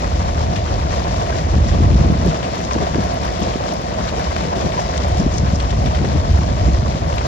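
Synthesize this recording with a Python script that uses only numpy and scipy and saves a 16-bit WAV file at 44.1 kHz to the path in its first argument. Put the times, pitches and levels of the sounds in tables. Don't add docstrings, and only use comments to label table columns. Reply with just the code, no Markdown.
import sys
import numpy as np
from scipy import signal
from scipy.fft import rfft, irfft, next_fast_len
from scipy.io import wavfile
from scipy.ndimage import uniform_filter1d

SR = 44100
rng = np.random.default_rng(int(sys.argv[2]) if len(sys.argv) > 2 else 0)


def waveform_to_disk(signal):
    frames = np.transpose(np.atleast_2d(signal))
    scaled = np.clip(frames, -1, 1) * 32767
    samples = np.round(scaled).astype(np.int16)
    wavfile.write(sys.argv[1], SR, samples)


N = 320589


def from_db(db):
    return 10 ** (np.asarray(db) / 20)


def unit_rms(x):
    return x / np.sqrt(np.mean(x ** 2) + 1e-20)


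def in_time(rows):
    seconds, *columns = np.transpose(rows)
    return [np.interp(np.arange(N) / SR, seconds, c) for c in columns]


def in_frequency(rows):
    hz, *columns = np.transpose(rows)
    bins = np.fft.rfftfreq(next_fast_len(N), 1 / SR) + 1
    return [np.interp(np.log(bins), np.log(hz), c) for c in columns]


def filtered(x, response):
    return irfft(rfft(x, next_fast_len(N)) * response, next_fast_len(N))[..., :N]


def eq_gain(curve):
    return from_db(in_frequency(curve)[0])


def colour(x, spectrum):
    (low, low_db), (high, high_db) = spectrum[0], spectrum[-1]
    skirted = [(low / 10, low_db - 60), *spectrum, (high * 10, high_db - 60)]
    return filtered(x, unit_rms(eq_gain(skirted)))


def drift(rate_hz):
    hop, run_in = 40, 2000
    r = np.exp(-2 * np.pi * rate_hz * hop / SR)
    noise = rng.standard_normal(N // hop + run_in + 2)
    slow = signal.lfilter([1], [1, -2 * r, r * r], noise)[run_in:]
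    return np.interp(np.arange(N) / hop, np.arange(len(slow)), unit_rms(slow))


def flicker(rate_hz):
    wander = drift(rate_hz)
    return unit_rms(wander - uniform_filter1d(wander, size=SR // 4))


def resonate(x, hz, width_hz):
    r = np.exp(-np.pi * width_hz / SR)
    feedforward = np.sqrt((1 - r * r) / 2) * np.array([1, 0, -1])
    feedback = [1, -2 * r * np.cos(2 * np.pi * hz / SR), r * r]
    return signal.lfilter(feedforward, feedback, x + 1e-18)


def burst(t60):
    t = np.arange(SR // 4) / SR
    return rng.standard_normal((2, len(t))) * from_db(-60 * t / t60)


def ring(hz, t60, rise=0):
    t = np.arange(SR // 8) / SR
    return np.sin(2 * np.pi * hz * t * (1 + rise * t / t60 / 2)) * from_db(-60 * t / t60)


def add(out, at_s, sound):
    start = max(round(at_s * SR), 0)
    out[:, start:start + sound.shape[-1]] += sound[..., :N - start]


def by_chance(per_s, spread_db):
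    when, strength, size = rng.random((round(per_s * N / SR), 3)).T
    return zip(when * (N - 1) / SR, spread_db * (2 * strength - 1), size)


def drops(per_s, size_db, cycles, clump_db):
    out, bands = np.zeros((2, N)), 18
    for hz in np.geomspace(900, 12000, bands):
        landings = np.flatnonzero(rng.random(N) < per_s / bands / SR * from_db(clump_db * drift(9)))
        sizes = from_db(size_db * np.minimum(rng.exponential(1, len(landings)), 4))
        clicks = np.zeros((2, N))
        clicks[:, landings] = sizes * rng.choice([-1, 1], (2, len(landings)))
        out += np.sqrt(hz) * unit_rms(resonate(clicks, hz, 2 * hz / cycles))
    return unit_rms(out)


# time in seconds, relative level in dB.
SPRAY_FLOW = [(0.0, -29.5), (0.7, -30), (1.0, -28), (1.38, -28.5), (1.52, -31), (1.66, -29.5), (1.88, -30),
              (2.8, -29), (3.2, -29), (3.75, -29.5), (3.88, -31.5), (4.0, -28.5), (5.04, -28.5),
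              (5.27, -30.5), (5.45, -30.5), (6.3, -30), (7.08, -31), (7.27, -28)]
# frequency in Hz, relative level in dB.
SPRAY_TONE = [(400, -4.5), (700, 5), (1050, -0.5), (1350, -7.5), (1900, -7), (2800, -10.5), (4200, -11.5),
              (5600, -10.5), (7200, -18.5), (8700, -36), (11500, -36.5), (15000, -56)]

def spray(hiss_db, drops_db, patter_db, mist_db):
    flow_db, = in_time(SPRAY_FLOW)
    grain = from_db(drops_db) * drops(per_s=2600, size_db=2.5, cycles=5.6, clump_db=3.5)
    hiss = from_db(hiss_db) * rng.standard_normal((2, N))
    water = colour(hiss + grain, SPRAY_TONE)
    heavy = filtered(water, eq_gain([(1200, 5.5), (2200, -7.5), (4000, -26), (8000, -62)]))
    patter = heavy * from_db(flow_db + patter_db + 1.23 * flicker(39))
    mist = (water - heavy) * from_db(flow_db + mist_db + 0.36 * flicker(2.3))
    sputter = from_db(0.92 * flicker(15.6))
    return (patter + mist) * sputter


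# frequency in Hz, relative level in dB.
DRONE_TONE = [(110, -19), (165, 7), (240, -3), (330, -4.5), (440, -9), (520, -6.5), (640, 0.5), (750, 4),
              (820, -23), (1000, -20)]

def drone(level_db, waver_db):
    roar = colour(rng.standard_normal((2, N)), DRONE_TONE)
    return roar * from_db(level_db + waver_db * drift(13.0))


def air_noise(likeness):
    mid, side = rng.standard_normal((2, N))
    return np.sqrt((1 + likeness) / 2) * mid + np.sqrt((1 - likeness) / 2) * side * [[1], [-1]]


# time in seconds, relative level in dB.
WIND_STRENGTH = [(0.0, -24.5), (0.1, -18), (0.58, -19), (1.4, -21.5), (1.58, -13), (1.92, -12.5),
                 (2.04, -14.5), (2.17, -17), (2.285, -15.5), (2.32, -29.5), (2.55, -29.5), (2.95, -23),
                 (3.46, -25.5), (3.81, -31), (4.26, -22.5), (4.51, -27), (4.85, -25), (5.16, -17.5),
                 (6.26, -18), (6.33, -15.5), (6.5, -18.5), (6.68, -13), (6.97, -21), (7.27, -21)]
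# frequency in Hz, relative level in dB.
RUMBLE_TONE = [(15, -36), (30, -15), (45, -2.5), (58, 5.5), (74, 6), (90, 1.5), (130, -6), (200, -14.5),
               (350, -26.5)]

def wind_rumble(level_db, evenness):
    wind_db, = in_time(WIND_STRENGTH)
    roll = colour(air_noise(likeness=0.935), RUMBLE_TONE)
    power = uniform_filter1d(np.mean(roll ** 2, axis=0), SR // 12)
    return unit_rms(roll / power ** (evenness / 2)) * from_db(wind_db + level_db)


# start in seconds, hold in seconds, relative level in dB.
WIND_GUSTS = [(1.555, 0.058, -20.5), (1.756, 0.19, -17.5), (1.999, 0.13, -14.5), (2.214, 0.073, -15.5),
              (2.754, 0.08, -19), (2.954, 0.05, -16.5), (3.428, 0.068, -20), (4.42, 0.035, -28),
              (4.574, 0.02, -22.5), (4.63, 0.035, -20.5), (5.213, 0.057, -18.5), (5.42, 0.12, -23),
              (5.794, 0.085, -20), (6.014, 0.16, -18), (6.6, 0.085, -25), (6.774, 0.16, -28.5)]

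def turbulence_envelope(calm_db, attack_s, release_s):
    wind_db, = in_time(WIND_STRENGTH)
    t = np.arange(N) / SR
    power = from_db(calm_db + 0.28 * (wind_db + 20)) ** 2
    for start, hold, db in WIND_GUSTS:
        corners = [start - attack_s, start, start + hold, start + hold + release_s]
        power += (from_db(db) * np.interp(t, corners, [0, 1, 1, 0])) ** 2
    return 10 * np.log10(power)


# frequency in Hz, relative level in dB.
EDDY_TONE = [(50, -41), (110, 0), (165, 0.5), (240, -6.5), (350, -12), (550, -27.5), (900, -51)]
RIPPLE_TONE = [(200, 2.5), (380, 1), (600, -6.5), (1000, -12)]

def wind_eddies(turbulence_db, eddy_db, ripple_db, lumpy_db, lean_left_db):
    wind_db, = in_time(WIND_STRENGTH)
    lumps = unit_rms(from_db(lumpy_db * np.tanh(drift(43))))
    eddies = colour(air_noise(likeness=0.67) * lumps, EDDY_TONE) * from_db(eddy_db)
    brighten_db = 0.88 * (turbulence_db - wind_db)
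    ripple = colour(air_noise(likeness=0.49) * lumps, RIPPLE_TONE) * from_db(ripple_db + brighten_db)
    pan = from_db([[lean_left_db], [-lean_left_db]])
    return (eddies + ripple) * from_db(turbulence_db) * pan


def gurgles(per_s, level_db, low_hz, high_hz, cycles, rise):
    out = np.zeros((2, N))
    for start, db, size in by_chance(per_s, spread_db=5.5):
        hz = high_hz * (low_hz / high_hz) ** size
        add(out, start, from_db(level_db + db) * ring(hz, cycles / hz, rise))
    return out


# start in seconds, relative level in dB, pitch in Hz, 60 dB decay time in seconds.
GOUTS = [(.557, -26, 2500, 0.15), (1.265, -31.5, 1500, 0.089), (1.384, -27, 1700, 0.065),
         (1.833, -32, 2600, 0.039), (2.312, -30, 1600, .04), (2.345, -24, 1600, 0.018),
         (2.429, -28, 2100, 0.17), (2.71, -27.5, 1500, .07), (2.944, -26.5, 1070, 0.088),
         (3.417, -31.5, 3000, 0.41), (4.078, -27, 1400, .05), (4.088, -26, 2900, 0.04),
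         (4.242, -29, 2700, .07), (4.364, -23, 2000, 0.03), (4.381, -28, 2200, .06),
         (4.555, -30, 1900, .05), (4.72, -27, 2100, .05), (4.939, -27, 1900, .04),
         (4.977, -17, 3500, 0.018), (5.171, -28, 3300, 0.13), (5.599, -26.5, 2500, 0.09),
         (5.705, -27, 3300, .04), (5.86, -27, 2500, 0.12), (5.948, -25, 2000, 0.048),
         (5.988, -23.5, 1400, 0.03), (6.049, -27, 1300, 0.033), (7.181, -27, 2400, 0.07),
         (7.211, -30, 900, 0.085)]

def splashes(level_db, ragged_db):
    out = np.zeros((2, N))
    for start, db, hz, t60 in GOUTS:
        add(out, start, from_db(db + level_db) * resonate(burst(t60), hz, width_hz=1.1 * hz))
    ragged = unit_rms(from_db(ragged_db * np.tanh(drift(220))))
    tone = eq_gain([(300, -6), (800, 7), (6000, -1.0), (8300, -8), (10500, -39), (15000, -59)])
    return filtered(out * ragged, tone)


# start in seconds, relative level in dB, pitch in Hz, 60 dB decay time in seconds.
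DECK_KNOCKS = [(1.325, -19, 1610, .04), (1.833, -13, 1060, .035), (2.345, -14, 1240, 0.017),
               (2.710, -12, 1033, .075), (2.784, -17, 1090, .04), (2.944, -15, 950, 0.046),
               (4.777, -12, 980, 0.087), (5.821, -13, 790, .03), (7.210, -11, 790, 0.029)]

def knocks(ring_db, rattle_db, top_hz):
    out = np.zeros((2, N))
    for start, db, hz, t60 in DECK_KNOCKS:
        add(out, start, from_db(db + ring_db) * ring(hz, t60) * [[1], [0]])
        add(out, start, from_db(db + rattle_db) * resonate(burst(t60), hz, width_hz=hz))
    return signal.sosfilt(signal.butter(4, top_hz, fs=SR, output="sos"), out + 1e-18)


# time in seconds, relative levels of click and of spatter in dB.
CLOSE_DROPS = [(1.3843, -18, -39), (1.6871, -20, -32), (2.6504, -16, -30), (2.7342, -15, -29),
               (3.4335, -17, -32), (4.8037, -22, -30), (4.9784, -14, -37), (5.0355, -18, -39),
               (5.2004, -14, -31), (5.3426, -17, -31), (5.3834, -7.2, -28), (5.5584, -13.5, -30)]
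# frequency in Hz, relative level in dB.
TICK_TONE = [(1000, -30), (4300, -4), (5200, 8.5), (6600, 5), (7200, -5), (8400, -13), (15000, -62)]

def ticks(click_db, spatter_db, swell_s, fade_s):
    out, half = np.zeros((2, N)), SR // 10
    t = np.arange(-half, half) / SR
    envelope = np.exp(np.minimum(t / swell_s, -t / fade_s))
    for at_s, click, spatter in CLOSE_DROPS:
        add(out, at_s, from_db(click + click_db) * np.array([[1], [0]]))
        shower = envelope * rng.standard_normal((2, len(t)))
        add(out, at_s - half / SR, from_db(spatter + spatter_db) * shower)
    return colour(out, TICK_TONE)


# time in seconds, relative level in dB, width in seconds.
STRONG_EDDIES = [(1.566, -6.5, 0.0017), (1.583, -7, .0015), (1.807, -5.5, 0.00096), (1.958, -3.5, 0.0016),
                 (2.016, -1.5, 0.0017), (2.05, -1, .0016), (2.102, -2, 0.0015), (2.154, -10, 0.0014),
                 (2.241, -6, 0.0019), (2.266, -9, 0.00068), (2.282, -10, 0.0016), (2.765, -9, 0.00074),
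                 (2.959, -11, 0.00084), (2.985, -10, 0.00098), (3.559, -8, .0009), (4.455, -12, 0.00093),
                 (4.648, -7.5, 0.0014), (5.204, -6, 0.0016), (5.266, -1.5, 0.0011), (5.438, -5.5, 0.0019),
                 (5.536, -6.5, 0.0017), (5.79, -5, 0.0023), (5.858, -4.5, 0.0017), (6.045, -8, 0.00056),
                 (6.316, -2.5, 0.0031), (6.352, -7.5, 0.003), (6.393, -7, 0.002), (6.686, -11.5, 0.00095),
                 (6.832, -9.5, 0.0017), (6.951, -9, 0.0014)]

def buffets(turbulence_db, level_db, uneven_db, lesser_per_s):
    out, half = np.zeros((2, N)), SR // 100
    lesser = [(at_s, turbulence_db[int(at_s * SR)] + 4 + db, 0.0016 * (0.5 + size))
              for at_s, db, size in by_chance(lesser_per_s, spread_db=6.0)]
    for at_s, db, width_s in STRONG_EDDIES + lesser:
        u = np.arange(-half, half) / SR / width_s
        thump = (1 - u ** 2) * np.exp(-u ** 2 / 2)
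        polarity = rng.choice([-1, 1])
        port_gains = from_db(db + level_db + uneven_db * rng.standard_normal((2, 1)))
        add(out, at_s - half / SR, polarity * port_gains * thump)
    return out


# start in seconds, relative level in dB.
HIGH_SPECKS = [(2.1216, -44), (2.2598, -39), (2.5581, -46), (2.614, -44), (3.039, -43), (3.1418, -43),
               (3.2505, -45), (3.4052, -44), (3.7374, -38), (3.8152, -44), (4.1954, -43), (4.3635, -43),
               (4.4059, -46), (4.8015, -47), (5.0818, -40), (5.1821, -42), (5.3652, -45), (5.8222, -45),
               (5.8526, -46), (6.3854, -45), (7.0738, -50), (7.1596, -42)]

def specks(level_db, t60, hz, width_hz):
    out = np.zeros((2, N))
    for start, db in HIGH_SPECKS:
        add(out, start, from_db(db + level_db) * burst(t60))
    return resonate(out, hz, width_hz)


# frequency in Hz, left over right in dB, likeness from 0 to 1, left lead in radians.
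STEREO_IMAGE = [(180, 3, 0.65, 0), (400, -3, 0.68, 0), (600, -3, 0.88, 1.6), (790, 0, 0.95, 2.7),
                (1150, 0, 0.65, 2.9), (1600, 9, 0.15, 4.7), (2200, 9, 0.68, 7.9), (2650, 13, 0.2, 7.2),
                (3800, 9, 0.2, 6.6), (5600, 11, 0.45, 10.5), (7000, 8, 0.47, 7.8), (10500, 0, 0.8, 8.4)]

def at_ports(paths):
    direct, scattered = paths
    left_db, likeness, lead = in_frequency(STEREO_IMAGE)
    shade = from_db(-left_db)
    delayed = filtered(direct, shade * likeness * np.exp(-1j * lead))
    diffuse = filtered(scattered, shade * np.sqrt(1 - likeness ** 2))
    return np.array([direct, delayed + diffuse])


def scene():
    water = spray(hiss_db=-2.0, drops_db=-4.0, patter_db=4, mist_db=3)
    water += splashes(level_db=2.5, ragged_db=4.0)
    water += gurgles(per_s=9, level_db=-24, low_hz=1150, high_hz=3080, cycles=11, rise=0.19)
    water += ticks(click_db=8.7, spatter_db=0.7, swell_s=0.018, fade_s=0.01)
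    high_clicks = specks(level_db=2.5, t60=0.016, hz=10900, width_hz=2400)
    turbulence_db = turbulence_envelope(calm_db=-26.5, attack_s=0.031, release_s=0.022)
    wind = wind_rumble(level_db=0.17, evenness=0.35)
    wind += wind_eddies(turbulence_db, eddy_db=-3.5, ripple_db=-13.0, lumpy_db=6.0, lean_left_db=2.1)
    wind += buffets(turbulence_db, level_db=-0.25, uneven_db=2.0, lesser_per_s=5)
    boat = knocks(ring_db=1.0, rattle_db=-15, top_hz=4000) + drone(level_db=-27.0, waver_db=1.4)
    return at_ports(water + high_clicks + boat) + wind


def record(dry):
    ceiling, stop_hz = 0.93, 16000
    rounded = ceiling * dry / (ceiling ** 4 + dry ** 4) ** 0.25
    return signal.sosfilt(signal.cheby2(12, 70, stop_hz, fs=SR, output="sos"), rounded)


dry = scene()
out = record(dry)
waveform_to_disk(out)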